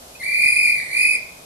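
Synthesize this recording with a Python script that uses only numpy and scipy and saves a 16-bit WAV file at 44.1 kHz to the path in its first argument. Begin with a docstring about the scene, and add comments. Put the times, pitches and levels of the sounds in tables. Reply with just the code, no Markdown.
"""In a park, some metres from a stereo camera's microphones, a small pea whistle is blown twice.
Each blow is a stack of overtones plus jet noise; the pea pulls the pitch down once a turn.
Paving, signs and trees answer with sparse near echoes and a diffuse tail, made of decaying noise.
Behind lie coloured noise for distant rumble and soft hiss, narrow noise for a faint hum, and one short
rising chirp just ahead of the first blow."""
import sys
import numpy as np
from scipy import signal
from scipy.fft import rfft, irfft
from scipy.io import wavfile
from scipy.ndimage import uniform_filter1d, map_coordinates

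SR = 44100
rng = np.random.default_rng(int(sys.argv[2]) if len(sys.argv) > 2 else 0)


def inscribe(sig):
    """Save sig as 16-bit PCM at rate SR to the path in sys.argv[1].

    A 1-D sig is mono; a 2-D sig holds one channel per row.
    Samples are clipped to [-1, 1] before scaling.
    """
    pcm = np.round(np.clip(np.atleast_2d(sig).T, -1, 1) * 32767)
    wavfile.write(sys.argv[1], SR, pcm.astype(np.int16))


N = 63945

# How hard the whistle is blown: t/s, level/dB, top pitch f/Hz, brightness/dB
FIRST_BLOW = [(.192, -25, 2097, -6), (.206, -31, 2139, -19), (.24, -28, 2278, 4), (.265, -26, 2366, -12),
              (.33, -24, 2412, -5.5), (.40, -21, 2416, -3), (.47, -18.5, 2473, 0.2), (.53, -22, 2458, 3),
              (.6, -22, 2500, 1.5), (.67, -18.5, 2435, -1), (.74, -24, 2454, -2.5), (.79, -27, 2330, -1),
              (.85, -35, 2218, 3), (.9, -33.5, 2183, -1)]
SECOND_BLOW = [(.88, -38, 2150, 3), (.925, -25.5, 2315, -3), (.97, -21.5, 2440, 1.5),
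               (1.03, -19, 2505, 2.3), (1.09, -22, 2540, 2.3), (1.15, -23.5, 2495, 3.6),
               (1.161, -24.5, 2460, -29), (1.174, -54, 2430, -3)]
# Whirling of the pea, which passes the mouth at each whole turn: t/s, turns done
FIRST_PEA_TURNS = [(.185, -1.9), (.226, -1), (.252, 0), (.287, 1), (.365, 4), (.389, 5), (.495, 10),
                   (.602, 15), (.69, 19), (.9, 28.5)]
SECOND_PEA_TURNS = [(.88, -4.1), (.964, 0), (1.044, 4), (1.143, 9), (1.175, 10.6)]
# Overtones of the whistle: multiple of the pitch, level/dB, share of the brightness,
# left minus right level/dB, level change as the pea passes/dB
WHISTLE_OVERTONES = [(1, 1, 0, -0.67, -2), (2, -15.5, 0, -4, -4.5), (3, -32, 0, -11.5, 4),
                     (4, -18, 2.23, -4.8, 0), (5, -39, 0.28, 34.5, -13), (6, -32, 0.57, 8, -3)]
# Colour of the direct path, which favours the top of each warble: f/Hz, level/dB
DIRECT_COLOUR = [(1900, -6), (2200, -7), (2400, 4), (2700, 4), (4000, -1), (8500, -3), (9700, 4),
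                 (14000, 1)]
# Swell of the distant rumble: t/s, level/dB
RUMBLE_SWELL = [(0.0, -57.5), (0.354, -53), (0.46, -49.5), (0.536, -51.5), (0.786, -50), (0.806, -52.5),
                (1.05, -55), (1.074, -47.5), (1.098, -56), (1.36, -55.5), (1.392, -51.5), (1.45, -62)]
# Spectrum of the rumble before levelling: f/Hz, level/dB
RUMBLE_SPECTRUM = [(12, -43), (20, -18), (54, 0.5), (119, -5), (177, -2), (203, -13), (231, -5.5),
                   (260, -4), (340, -26), (570, -120)]
# Spectrum of the park's floor before levelling: f/Hz, level/dB
PARK_SPECTRUM = [(100, -11.5), (200, -8), (300, -7.5), (600, -2), (900, -8.5), (1800, -17.5), (3500, -14.5),
                 (7000, -14.5), (12000, -15), (14500, -24.5)]
# Stereo width of the floor, side against mid: f/Hz, level/dB
PARK_WIDTH = [(220, -16), (400, -5), (700, 0.5), (1300, 3), (3000, 2.3), (14000, -1.1)]
# Swell of the hum about its own level: t/s, level/dB
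HUM_SWELL = [(0, -1.5), (.2, 1.5), (.55, 1.5), (.9, -5), (1.45, -5)]

# Pea: share of pitch lost at a pass, squareness of each arch, wander in turns, relative spread of depth
PEA_DIP_SHARE, PEA_ARCH_POWER, PEA_UNEVEN_TURNS, PEA_DEPTH_SPREAD = .18, 2.5, .025, .12
JITTER_SHARE, SHIMMER_DB = 0.00258, 1.5  # spread of pitch and of each overtone's level
SOFT_EDGE_S = .012  # the blow fades in and out
BREATH_DB = -23  # jet noise against the blow, before colouring
LEFT_LAG_S = .00052  # direct sound arrives later on the left
EARLY_DB, EARLY_T60_S, EARLY_START_S, EARLY_PER_S = -4, .04, .001, 1500
TAIL_DB, TAIL_T60_S, TAIL_TREBLE_T60_S, TAIL_START_S = -4, 0.56, 0.17, 0.0105
WET_TREBLE_DB = 1
CHIRP_S, CHIRP_HALF_LEN_S, CHIRP_HZ, CHIRP_RISE_HZ_PER_S, CHIRP_DB = .158, .009, 2520, 12000, -46
RUMBLE_SIDE_DB = -14
PARK_DB = -43
HUM_HZ, HUM_WIDTH_HZ, HUM_DB = 646, 14, -60
TOP_HZ = 14300


def blast(blow, pea_turns):
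    """One blow, left and right: a jet tone whose pitch and overtone levels change at each pass of the pea."""
    t = np.arange(N) / SR
    s, db, hz, bright_db = np.array(blow).T
    blow_db = np.interp(t, s, db)
    brightness_db = np.interp(t, s, bright_db)

    # the dip is 1 as the pea passes the mouth and 0 half a turn away
    turn = np.interp(t, *np.array(pea_turns).T) + PEA_UNEVEN_TURNS * walk(40)
    dip = np.abs(2 * (turn % 1) - 1) ** PEA_ARCH_POWER
    dip = uniform_filter1d(dip, size=44)
    pitch_drop = PEA_DIP_SHARE * dip * (1 + PEA_DEPTH_SPREAD * walk(49.43))
    pitch = np.interp(t, s, hz) * (1 - pitch_drop + JITTER_SHARE * walk(225))
    phase = 2 * np.pi * np.cumsum(pitch) / SR

    breath = colour(rng.standard_normal(N), [(1500, -43), (4000, -66), (9000, 19), (14000, -10)])
    out = undb(BREATH_DB + blow_db) * breath
    for multiple, overtone_db, bright_share, pan_db, pass_db in WHISTLE_OVERTONES:
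        tone_db = blow_db + overtone_db + bright_share * brightness_db
        tone_db = tone_db + pass_db * dip + SHIMMER_DB * walk(167)
        tone = np.sqrt(2) * undb(tone_db) * np.sin(round(multiple) * phase)
        pan = undb(np.array([[pan_db], [-pan_db]]) / 2)
        out = out + tone * pan
    edge = np.clip(np.minimum(t - s[0], s[-1] - t) / SOFT_EDGE_S, 0, 1)
    return out * edge ** 2


def echoes():
    """One channel's response: sparse near echoes and a diffuse tail that loses treble first."""
    t = np.arange(SR // 2) / SR

    def fall(t60, start):
        """Decay of 60 dB in t60 seconds, with a short onset at start."""
        return np.exp(-np.log(1000) * t / t60) * np.clip((t - start) / 0.0025, 0, 1)

    def unit(h):
        """Scale to unit energy."""
        return h / np.sqrt(np.sum(h ** 2))

    sparse = rng.standard_normal(len(t)) * (rng.random(len(t)) < EARLY_PER_S / SR)
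    near = sparse * fall(EARLY_T60_S, EARLY_START_S)
    noise = rng.standard_normal(len(t))
    low = colour(noise, [(5000, -9.5), (7000, -63)])
    rest = noise - low  # holds all the treble
    tail = low * fall(TAIL_T60_S, TAIL_START_S) + rest * fall(TAIL_TREBLE_T60_S, TAIL_START_S)
    response = undb(EARLY_DB) * unit(near) + undb(TAIL_DB) * unit(tail)
    return colour(response, [(3000, 0.045), (9000, WET_TREBLE_DB)])


def chirp():
    """A short soft note just before the first blow: a sine rising steadily under a bell-shaped swell."""
    t = np.arange(N) / SR - CHIRP_S
    swell = np.exp(-(t / CHIRP_HALF_LEN_S) ** 2)
    # half the rise inside the phase gives the full rise in pitch
    note = swell * np.sin(2 * np.pi * (CHIRP_HZ + CHIRP_RISE_HZ_PER_S * t / 2) * t)
    return np.sqrt(2) * undb(CHIRP_DB) * np.array([note, note])


def rumble():
    """Distant deep noise that swells and sinks, nearly alike left and right."""
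    mid, side = (level(colour(rng.standard_normal(N), RUMBLE_SPECTRUM), 0) for _ in range(2))
    side = undb(RUMBLE_SIDE_DB) * side
    swell_db = np.interp(np.arange(N) / SR, *np.array(RUMBLE_SWELL).T)
    return np.array([mid + side, mid - side]) * undb(swell_db)


def park():
    """Noise floor of low sound and hiss, nearly alike left and right in the bass, plus the hum."""
    mid = colour(rng.standard_normal(N), PARK_SPECTRUM)
    side = colour(colour(rng.standard_normal(N), PARK_SPECTRUM), PARK_WIDTH)
    floor = level(np.array([mid + side, mid - side]), PARK_DB) * undb(.5 * walk(4))
    return floor + hum()


def hum():
    """A faint wavering hum: narrow-band noise, independent left and right."""
    reach = 3 * HUM_WIDTH_HZ
    band = [(HUM_HZ - reach, -60), (HUM_HZ, 0), (HUM_HZ + reach, -60)]
    noise = np.array([colour(rng.standard_normal(N), band) for _ in range(2)])
    swell_db = np.interp(np.arange(N) / SR, *np.array(HUM_SWELL).T)
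    return level(noise, HUM_DB) * undb(swell_db)


def undb(db):
    """Decibels to gain."""
    return 10 ** (np.asarray(db) / 20)


def level(x, db):
    """Scale to an rms level in dB."""
    return x * undb(db) / np.sqrt(np.mean(x ** 2))


def walk(rate):
    """Smooth random wander of spread 1: noise averaged twice over 1/rate seconds."""
    k = max(int(SR / rate), 1)
    w = rng.standard_normal(N)
    w = uniform_filter1d(uniform_filter1d(w, k), k)
    return w / np.std(w)


def colour(x, points):
    """Shape the spectrum by (f/Hz, level/dB) points, joined along log frequency."""
    f = np.maximum(np.arange(len(x) // 2 + 1) * SR / len(x), 1)
    hz, db = np.array(points).T
    gain = undb(np.interp(np.log(f), np.log(hz), db))
    return irfft(rfft(x) * gain, len(x))


def scene():
    """Whistle and chirp, direct and echoed, over the park and its rumble."""
    source = blast(FIRST_BLOW, FIRST_PEA_TURNS) + blast(SECOND_BLOW, SECOND_PEA_TURNS) + chirp()
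    echoed = np.array([signal.fftconvolve(c, echoes())[:N] for c in source])
    left = map_coordinates(source[0], [np.arange(N) - LEFT_LAG_S * SR], order=3, mode="nearest")
    direct = np.array([colour(left, DIRECT_COLOUR), colour(source[1], DIRECT_COLOUR)])
    return direct + echoed + park() + rumble()


def record(dry):
    """The camera cuts the top with a steep low-pass."""
    cut = signal.ellip(14, .3, 80, TOP_HZ, fs=SR, output="sos")  # ripple .3 dB, stop band 80 dB down
    return signal.sosfilt(cut, dry)


dry = scene()
out = record(dry)
inscribe(out)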